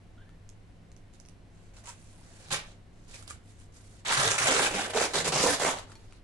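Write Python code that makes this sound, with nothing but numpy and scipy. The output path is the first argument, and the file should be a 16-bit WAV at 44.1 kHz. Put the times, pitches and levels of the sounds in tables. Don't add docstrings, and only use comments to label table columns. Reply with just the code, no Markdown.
import sys
import numpy as np
from scipy import signal
from scipy.io import wavfile
from scipy.ndimage import uniform_filter1d

SR = 44100
rng = np.random.default_rng(int(sys.argv[2]) if len(sys.argv) > 2 else 0)


def log_audio(samples):
    frames = np.atleast_2d(samples).T
    limited = np.clip(frames, -1, 1)
    pcm = np.round(limited * 32767).astype(np.int16)
    wavfile.write(sys.argv[1], SR, pcm)


def ratio(d):
    e = np.asarray(d, float) / 20
    return 10 ** e


N = 274962

# f/Hz, density/dB per Hz
AIR = [(8.8, -23), (15, 5), (28, -7), (48, -2.5), (70, -14.5), (104, -1), (126, -33), (167, -13.5),
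       (203, -9.5), (234, -17), (499, -24), (719, -27.5), (1220, -33.5), (1760, -33), (5720, -44.5),
       (10300, -48.5), (12200, -74), (15900, -100), (22000, -120)]
# f/Hz, correlation/1
AIR_LIKENESS = [(60, 0.85), (170, 0.88), (500, 0.46), (1430, 0.14), (4130, 0.42), (11900, 0.088)]
# f/Hz, width/Hz, level/dB
HUM = [(165.1, 6.7, -64.5), (705, 19, -79)]
# f/Hz, level/dB, t60/s
BOWL = [(350, 10, .03), (900, 5, .13), (2420, 2, .11), (3400, 0, .04), (4400, 7, .1), (5650, 1, .11),
        (6800, 1, .035)]
# t/s, f/Hz, level/dB
SQUEAK = [
    (.17, 1420, -85),
    (.18, 1413, -58),
    (.2, 1464, -66),
    (.217, 1590, -59),
    (.25, 1640, -68),
    (.28, 1740, -68),
    (.31, 1770, -71),
    (.36, 1840, -78),
    (.4, 1790, -88),
]
# t/s, peak/dB, f/Hz, low knock/dB, left over right/dB
SNAPS = [(0.2925, -48.5, 3160, -7, 0.5), (0.4914, -36, 6400, -33, -7), (0.9175, -42.5, 6700, -27, -2),
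         (0.9652, -41.5, 6250, -27, -5), (1.138, -46, 6820, -27, -7), (1.2006, -36, 6300, -41, -9),
         (1.252, -42, 5500, -30, -3), (1.2603, -43, 6040, -33, -5), (1.2866, -39, 5940, -30, -14),
         (1.7677, -45, 2780, -14, -5), (1.8712, -32, 7260, -18, -6), (2.0498, -56, 7460, -25, -5),
         (2.4854, -35, 4110, -14, -6), (3.0929, -50, 6900, -20, -6), (3.1224, -44, 6730, -20, -6),
         (3.143, -35, 2430, -16, -8), (3.2258, -32.5, 7900, -16, -8), (3.262, -48, 5000, -10, -5),
         (3.277, -31, 9000, -15, -7), (3.2788, -32, 4400, -16, -8), (3.3023, -28, 7180, -27, -12),
         (3.3076, -24, 7750, -13.5, -1), (3.5998, -44, 9100, -25, -5), (3.761, -50, 1780, -9, -5),
         (4.38, -22, 5000, -5, -4), (5.1355, -24, 6390, -12, -5), (5.585, -30, 4990, -5, -2),
         (5.5968, -19.5, 7400, -13, -3), (5.7718, -29, 3800, -14, 2), (5.7864, -27, 3880, -12, 10),
         (5.8194, -54, 4550, -3, -6), (5.898, -50, 3100, 3, 8), (5.919, -41.5, 4770, -4, 8),
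         (6.1242, -38.5, 2520, -13, 3)]
# full swing t/s, hold/s, level/dB, f/Hz
FLAPS = [(2.523, 0.057, -38, 159.4), (4.191, 0.0085, -31.5, 133.3), (4.26, 0.07, -33.5, 113.4),
         (4.421, 0.055, -38, 128.6), (4.752, 0.013, -36.5, 194.3), (4.991, 0.026, -50, 193.6),
         (5.171, .012, -35, 169.4), (5.267, .02, -31, 161.8), (5.336, 0.068, -37.5, 155.3),
         (5.422, 0.11, -44.5, 189.4), (5.606, 0.13, -41.5, 151)]
# start t/s, hold/s, level/dB, f/Hz
DRONES = [(1.871, 0.023, -50, 945), (3.3, 0.005, -46.5, 1200), (4.248, 0.053, -38, 452),
          (4.47, 0.08, -36, 515), (4.48, 0.16, -42.5, 271.4), (4.716, 0.065, -42, 294.2),
          (4.945, 0.028, -28.5, 450), (5.136, 0.04, -39.5, 410), (5.43, 0.044, -29, 500),
          (5.425, 0.11, -39.5, 290), (5.619, 0.032, -38, 410), (2.512, 0.023, -47, 283),
          (4.09, 0.023, -34.5, 915), (4.762, 0.027, -35.5, 800), (5.62, 0.079, -44.5, 270),
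          (4.77, 0.072, -46, 225), (2.53, 0.044, -50.5, 450), (4.56, 0.033, -37, 520),
          (4.405, 0.032, -37, 1150), (3.135, 0.018, -58, 2430), (5.644, 0.043, -42.5, 900),
          (5.469, 0.072, -49, 56.7), (3.3, 0.07, -50.5, 75)]
# multiple of its pitch/1, level/dB
SKIN_MODES = [(1, 0.5), (1.42, -10), (1.95, -11)]
# t/s, peak/dB, f/Hz
SLIPS = [(4.1036, -23, 907), (4.113, -18, 1146), (4.1321, -25, 1150), (4.1713, -25, 900),
         (4.2055, -20, 1150), (4.2116, -21, 1150), (4.2537, -20, 900), (4.286, -20.5, 900),
         (4.3243, -33, 700), (4.344, -22, 1150), (4.3622, -24, 1150), (4.3819, -25, 900),
         (4.4074, -24.5, 900), (4.4114, -24, 897), (4.415, -23.5, 900), (4.5215, -20, 540),
         (4.5954, -14, 900), (4.6029, -16.5, 700), (4.6339, -32, 544), (4.6605, -24, 900),
         (4.6658, -20, 700), (4.7113, -28, 550), (4.949, -22, 550), (4.9594, -25, 550), (4.9635, -20, 550),
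         (4.9674, -22, 550), (4.972, -19.5, 545), (4.9765, -23, 550), (5.0107, -18, 700),
         (5.0162, -21, 550), (5.142, -25, 549.6), (5.178, -22, 1160), (5.2123, -30, 700),
         (5.2624, -25, 550), (5.2803, -20.5, 550), (5.325, -20, 700), (5.331, -23, 700), (5.3371, -22, 550),
         (5.3597, -21, 700), (5.3678, -23, 700), (5.3742, -20, 900), (5.405, -22, 697), (5.4152, -21, 550),
         (5.4398, -18.5, 555.5), (5.4455, -17, 550), (5.4495, -20, 550), (5.4569, -21, 704),
         (5.4613, -16, 547), (5.4656, -17, 690), (5.4731, -20, 553), (5.4849, -21, 550), (5.4926, -21, 700),
         (5.4967, -25, 550), (5.5026, -24, 550), (5.6232, -22, 550), (5.6403, -24, 700), (5.65, -16, 700),
         (5.6675, -18, 904), (5.6853, -19, 700), (5.6899, -20, 900)]
# start t/s, rise/s, hold/s, level/dB, slack (pops of the free sheet)/dB
PICKING = [(1.13, 0.0073, 0.011, -64.5, -22), (1.278, 0.0057, .003, -74, -21), (1.5, .06, 0.13, -72.5, -3),
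           (1.735, 0.043, .005, -57.5, -4), (1.838, 0.047, 0.01, -47, -6.5),
           (1.95, 0.022, 0.15, -64.5, -11), (2.12, 0.36, 0.24, -57, -4.5), (2.506, 0.027, 0.003, -29.5, -6),
           (2.6, .025, 0.093, -63, 1), (2.93, 0.22, .04, -65.5, -14), (3.075, 0.072, 0.021, -51, -9),
           (3.16, 0.032, 0.037, -60.5, -3), (3.272, 0.027, 0.008, -49.5, -12),
           (3.43, 0.074, 0.0084, -63, -24), (3.55, 0.063, 0.017, -62.5, -17), (3.72, 0.041, .01, -59, -23),
           (3.77, .035, .19, -64.5, -16)]
# start t/s, rise/s, hold/s, level/dB, slack (pops of the free sheet)/dB
PULLS = [(4.049, 0.022, 0.0095, -38.5, -1.5), (4.08, 0.04, 0.034, -30.5, -6.5),
         (4.165, 0.011, .06, -30.5, -2.5), (4.22, 0.03, 0.067, -30, -5.5), (4.32, 0.0089, 0.04, -35.5, -5),
         (4.379, 0.0044, 0.1, -31.5, -5), (4.455, 0.018, 0.1, -30.5, 1.5), (4.572, 0.014, 0.087, -31, -.5),
         (4.69, 0.013, 0.051, -42.5, 3), (4.737, 0.011, 0.072, -37.5, 2), (4.83, 0.0067, 0.024, -40, 2),
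         (4.87, .01, 0.031, -51, 11), (4.899, .002, 0.0077, -42, 1), (4.934, 0.017, .005, -37, 4),
         (4.955, 0.023, 0.039, -32.5, 1), (5.0, .026, 0.03, -32.5, 1), (5.07, 0.01, 0.034, -51, 1),
         (5.1, .01, .025, -50, 0), (5.135, 0.0011, 0.017, -31, 0.5), (5.145, .01, 0.055, -31.5, -1.5),
         (5.243, 0.0094, 0.023, -32, 0.5), (5.268, 0.011, 0.011, -33, -1), (5.32, 0.0039, 0.062, -31, 0),
         (5.385, 0.021, 0.039, -28.5, -5), (5.44, 0.014, 0.042, -30.5, 1), (5.49, 0.008, 0.051, -31, -5),
         (5.56, .01, .025, -46, 1), (5.597, 0.0027, .035, -34.5, 3.5), (5.63, 0.014, 0.028, -32.5, 3),
         (5.67, .01, 0.032, -35, 3.5), (5.72, .005, 0.012, -44, 3.5), (5.745, 0.032, 0.016, -48, 2.5),
         (5.8, .01, 0.024, -58.5, 7), (5.87, 0.046, .01, -59.5, 4), (5.95, 0.013, 0.1, -69, 5.5),
         (6.07, 0.027, 0.078, -68, -2)]
# t/s, free sheet f/Hz, peel line f/Hz, tack f/Hz, coarseness of the peel/dB
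TENSION = [(1.78, 586, 2540, 6630, 1.5), (1.89, 940, 2350, 7350, -2.5), (2.4, 605, 2110, 7500, -0.5),
           (2.52, 725, 2510, 4840, 0.5), (3.14, 620, 2440, 6500, -1), (3.3, 806, 2300, 7750, 1),
           (3.9, 550, 2080, 7830, 0), (4.06, 1010, 2020, 5130, 4.5), (4.27, 720, 1590, 7000, -1),
           (4.4, 780, 1350, 6100, 1), (4.58, 573, 1520, 7020, 0.5), (4.82, 745, 1600, 6050, 3),
           (4.95, 500, 1600, 6800, 1), (5.15, 566, 1654, 5850, -4.5), (5.28, 563, 2285, 6200, -3.5),
           (5.43, 560, 2300, 5500, -4.5), (5.66, 845, 1250, 6450, -0.5), (6.0, 400, 1880, 4980, 0.5)]
# f/Hz, density/dB per Hz
CRACKLE = [(590, -33), (1000, -3), (1050, -12), (1240, -2), (3070, -5), (4500, -13.5), (5850, -39),
           (9900, -120)]
# f/Hz, density/dB per Hz
HISS = [(3700, -7), (5450, -13.5), (7200, -8.5), (8800, -12.5), (10300, -13), (11800, -56)]
# t/s, lag of the left microphone/ms
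LEFT_LAG = [(0, -0.039), (3, 0.19), (4.5, 0.16), (5.2, 0), (6.3, -0.034)]

LET_GO_DB_PER_S, PICK_LET_GO_DB_PER_S = 754, 349


def sos(x, hz, kind, order=2):
    return signal.sosfilt(signal.butter(order, hz, kind, fs=SR, output="sos"), x)


def rms_one(x):
    return x / np.sqrt(np.mean(x ** 2) + 1e-20)


def in_time(points):
    s, *columns = np.transpose(points)
    return [np.interp(np.arange(N) / SR, s, c) for c in columns]


def while_on(points):
    t = np.arange(N) / SR
    on = (t >= points[0][0]) & (t < points[-1][0])
    return uniform_filter1d(on * 1., size=400)


def at_hz(points, hz):
    return np.interp(np.log(hz), np.log(np.array(points)[:, 0]), np.array(points)[:, 1])


def near(hz, centre_hz, fall_db, least_db):
    return ratio(np.maximum(-fall_db * np.log2(hz / centre_hz) ** 2, least_db))


def side(right_db):
    return ratio([[-right_db], [right_db]])


def drift(rate):
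    r = np.exp(-64 * np.pi * rate / SR)
    slow = signal.lfilter([1], [1, -2 * r, r * r], rng.standard_normal(N // 32 + 1502))[1500:]
    return np.interp(np.arange(N) / 32, np.arange(len(slow)), rms_one(slow))


def ring(clicks, hz, t60):
    r, w = ratio(-60 / (t60 * SR)), 2 * np.pi * hz / SR
    return signal.lfilter([0, np.sin(w)], [1, -2 * r * np.cos(w), r * r], clicks + 1e-18)


def crease(clicks, hz, cycles):
    return ring(ring(clicks, hz, cycles / hz), hz, cycles / hz)


def grains(per_s, uneven_db, patchy_db, pitches, cycles, gains, spread_ms):
    draw = rng.random((N, 5))
    at = np.flatnonzero(draw[:, 0] < per_s / SR)
    draw = draw[at]
    size = ratio(uneven_db * np.minimum(-np.log(draw[:, 1]), 4)) * np.sign(draw[:, 2] - .5)
    spot = 2 * draw[:, 3] - 1
    lag = np.round(spot * spread_ms * SR / 2000).astype(int)
    dealt = (draw[:, 4] * len(pitches)).astype(int)
    out = 0
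    for k, hz in enumerate(pitches):
        mine = dealt == k
        clicks = np.zeros((2, N))
        patch = ratio(patchy_db * drift(7.4))
        strength = size[mine] * (gains(hz) * patch)[at[mine]]
        strength /= np.linalg.norm(crease(np.eye(1, 3000)[0], hz, cycles))
        np.add.at(clicks[0], np.clip(at + lag, 0, N - 1)[mine], strength * ratio(-3 * spot[mine]))
        np.add.at(clicks[1], np.clip(at - lag, 0, N - 1)[mine], strength * ratio(3.1 * spot[mine]))
        out = out + crease(clicks, hz, cycles)
    steady = np.sqrt(uniform_filter1d(np.mean(out ** 2, axis=0), size=2200) + 1e-12)
    return rms_one(out / steady)


def air():
    out, edges = 0, 12 * 2 ** np.arange(0, 10.6, .5)
    white = rng.standard_normal((2, 2, N))
    for k, (low, high) in enumerate(zip(edges, edges[1:])):
        common, opposed = sos(white[k % 2], [low, high], "band")
        hz = np.sqrt(low * high)
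        alike = np.clip(at_hz(AIR_LIKENESS, hz), -1, 1)
        band = np.sqrt(1 + alike) * common + np.sqrt(1 - alike) * opposed * [[1], [-1]]
        out = out + ratio(at_hz(AIR, hz)) * band
    return ratio(-53) * rms_one(out)


def refrigerator():
    hum = sum(ratio(db) * rms_one(ring(rng.standard_normal(N), hz, 2.0 / width)) for hz, width, db in HUM)
    mains_hz, mains_db = 101.1, -55.5
    level = ratio(mains_db + 2.6 * drift(4.2))
    return hum + level * np.sin(2 * np.pi * mains_hz * np.arange(N) / SR + 0.37 * drift(5.6))


def kitchen(x):
    t60_s, level_db = 0.32, -5.5
    t = np.arange(SR // 2) / SR
    shared, left, right = rng.standard_normal((3, len(t)))
    tail = sos(shared, 530, "low") + sos(np.array([left, right]), 740, "high")
    dull = sos(tail, 4200, "low")
    tail = dull * ratio(-60 * t / t60_s) + (tail - dull) * ratio(-60 * t / (0.59 * t60_s))
    tail *= np.clip((t - .003) / 0.00024, 0, 1)
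    tail /= np.sqrt(np.sum(tail ** 2) / 2)
    return ratio(level_db) * signal.fftconvolve(x, tail, axes=1)[:, :N]


def bowl():
    tap_s, tap_db = 5.9545, -61
    click = np.zeros(N)
    click[round(tap_s * SR)] = ratio(tap_db)
    return ratio(31) * click + sum(ratio(db) * ring(click, hz, t60) for hz, db, t60 in BOWL)


def squeak():
    hz, level_db = in_time(SQUEAK)
    turn = 2 * np.pi * np.cumsum(hz * (1 + 0.041 * drift(200))) / SR
    patch = rms_one(sos(rng.standard_normal(N), [2850, 3600], "band"))
    patch *= np.clip((1720 - hz) / 80, 0, 1)
    level = while_on(SQUEAK) * ratio(level_db + 2.0 * drift(60))
    return level * (np.sin(turn) + ratio(-13.0) * patch)


def snaps():
    size = 2000
    out, t, click = np.zeros((2, N + size)), np.arange(size) / SR, np.eye(1, size)[0]
    for s, peak_db, hz, low_db, pan_db in SNAPS:
        after = rng.standard_normal((2, size)) * ratio(-18.5) * np.exp(-((t - .009) / 0.0017) ** 2)
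        burst = np.sign(rng.standard_normal(size)) * np.exp(-t / 0.0011)
        crack = ratio(-3.5) * ring(click, hz, 0.0032) + ratio(-8.5) * sos(burst, [1500, 10500], "band")
        knock = ring(click, 1390, .016)
        sound = crack + ratio(low_db) * knock + sos(after, [.5 * hz, 11000], "band")
        i = round(s * SR)
        out[:, i:i + size] += ratio(peak_db) * side(-pan_db / 2) * sound
    return out[:, :N]


def flaps():
    up_db_per_s, down_db_per_s = 403, 348
    t = np.arange(N) / SR
    swing = 0
    for full_s, hold, db, _ in FLAPS:
        before, after = np.clip(full_s - t, 0, 1), np.clip(t - full_s - hold, 0, 1)
        swing = swing + ratio(db - up_db_per_s * before - down_db_per_s * after)
    s, hold, _, hz = np.transpose(FLAPS)
    turn = 2 * np.pi * np.cumsum(np.interp(t, s + hold / 2, hz) * (1 + 0.0684 * drift(27.5))) / SR
    return swing * ratio(-6.5 + 5.4 * drift(61)) * np.sin(turn)


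def drones():
    rise_s, cycles = 0.0076, 44
    out, t = np.zeros(N), np.arange(SR // 2) / SR
    for s, hold, db, hz in DRONES:
        shake = rng.standard_normal(2 * len(t))
        modes = sum(ratio(mode_db) * rms_one(crease(shake, k * hz, cycles)) for k, mode_db in SKIN_MODES)
        tone = modes[len(t):]
        lasts = round((rise_s + hold) * SR) + 400
        tone = tone / np.sqrt(np.mean(tone[:lasts] ** 2))
        fade_db = LET_GO_DB_PER_S * np.clip(t - rise_s - hold, 0, 1)
        out[round(s * SR):][:len(t)] += np.clip(t / rise_s, 0, 1) * ratio(db - fade_db) * tone
    return out * ratio([[-4.0], [2.5]])


def sheet(pops, sheet_hz, jerks):
    def weight(hz):
        too_low = np.clip(np.log2(0.77 * sheet_hz / hz), 0, 1)
        return near(hz, sheet_hz, 9.3, -3.5) * ratio(-22 * too_low)

    pop = grains(1100 * jerks, 2.3, 3.0, np.geomspace(230, 1200, 13), 8.5, weight, spread_ms=.25)
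    kicks = grains(220 * jerks, 2.5, 1.5, np.geomspace(450, 900, 3), 3.5, weight, spread_ms=.15)
    return pops * sos(ratio(-5.0) * pop + ratio(-6.5) * kicks, 190, "high") * side(0.95)


def slips():
    level_db, rebound_db, crack_db = -1, -6, -12.5
    lead = 150
    out, t = np.zeros((2, N)), np.arange(-lead, 250) / SR

    def cycle(turn):
        return -turn * np.exp(.5 - turn ** 2 / 2)

    for (s, db, hz), tear in zip(SLIPS, rng.standard_normal((len(SLIPS), len(t)))):
        push = cycle(2 * np.pi * hz * t)
        rebound = ratio(rebound_db) * cycle(2 * np.pi * (hz * t - 1.1))
        crack = ratio(crack_db) * np.diff(tear, prepend=0) * np.exp(-(t / .0003) ** 2)
        i = round(s * SR) - lead
        out[:, i:i + len(t)] += ratio(db + level_db) * (push + crack + rebound * [[0], [1]])
    return out * side(1)


def strokes(rows, below_db, fall_db_per_s, offset_db):
    t, power = np.arange(SR // 2) / SR, np.zeros(N + SR)
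    for (s, rise, hold, db, _), extra_db in zip(rows, offset_db):
        rise_db = -below_db * np.clip(1 - t / rise, 0, 1)
        fall_db = -fall_db_per_s * np.clip(t - rise - hold, 0, 1)
        power[round(s * SR):][:len(t)] += ratio(2 * (db + extra_db + rise_db + fall_db))
    return np.sqrt(power[:N])


def hand():
    sheet_hz, crackle_hz, hiss_hz, coarseness_db = in_time(TENSION)
    hiss = crackle = pops = 0
    # strokes, start below full strength/dB, let-go/dB per s, crackle against hiss/dB
    for rows, below_db, fall, crackle_db in ((PULLS, 6.5, LET_GO_DB_PER_S, -1),
                                             (PICKING, 11.5, PICK_LET_GO_DB_PER_S, -1.5)):
        db, slack_db = np.array(rows)[:, 3:].T
        coarse_db = crackle_db + 0.17 * slack_db + 0.11 * (db + 47)
        hiss = hiss + strokes(rows, below_db, fall, 0 * db)
        crackle = crackle + strokes(rows, 0.9 * below_db, fall, coarse_db)
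        pops = pops + strokes(rows, 0.56 * below_db, 0.86 * fall, slack_db)
    return (hiss, crackle * ratio(coarseness_db), pops), (hiss_hz, crackle_hz, sheet_hz)


def tack(hiss, crackle, hiss_hz, crackle_hz, jerks):
    def shine(hz):
        return ratio(at_hz(HISS, hz)) * hz ** .5 * near(hz, hiss_hz, 8, -5.0)

    def colour(hz):
        return ratio(at_hz(CRACKLE, hz)) * hz ** .5 * near(hz, crackle_hz, 19, -2.7)

    fine = grains(12000 * jerks, 3.2, 2.6, np.geomspace(3800, 11300, 12), 7.0, shine, spread_ms=.2)
    coarse = grains(4500 * jerks, 3.3, 2.6, np.geomspace(1100, 3800, 13), 9.0, colour, spread_ms=.12)
    return hiss * ratio(0.5) * fine * side(1.4) + crackle * ratio(-0.5) * coarse * side(0.3)


def scene():
    (hiss, crackle, pops), (hiss_hz, crackle_hz, sheet_hz) = hand()
    jerks = ratio(3.2 * drift(70))
    film = tack(hiss, crackle, hiss_hz, crackle_hz, jerks) + sheet(pops, sheet_hz, jerks)
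    film = film + snaps() + squeak() + bowl()
    jumps = slips()
    wet = kitchen(sos(film + ratio(1.0) * jumps, 258, "high"))
    lag = np.round(in_time(LEFT_LAG)[0] * SR / 1000).astype(int)
    left = film[0, np.clip(np.arange(N) - lag, 0, N - 1)]
    direct = np.array([left, film[1]]) + jumps + flaps() + drones()
    return direct + wet + air() + refrigerator()


def band_limit(x):
    return signal.sosfilt(signal.butter(12, 12510, fs=SR, output="sos"), x)


def record(dry):
    cut = signal.sosfilt(signal.ellip(10, .2, 70, 11400, fs=SR, output="sos"), dry)
    return band_limit(cut)


dry = scene()
out = record(dry)
log_audio(out)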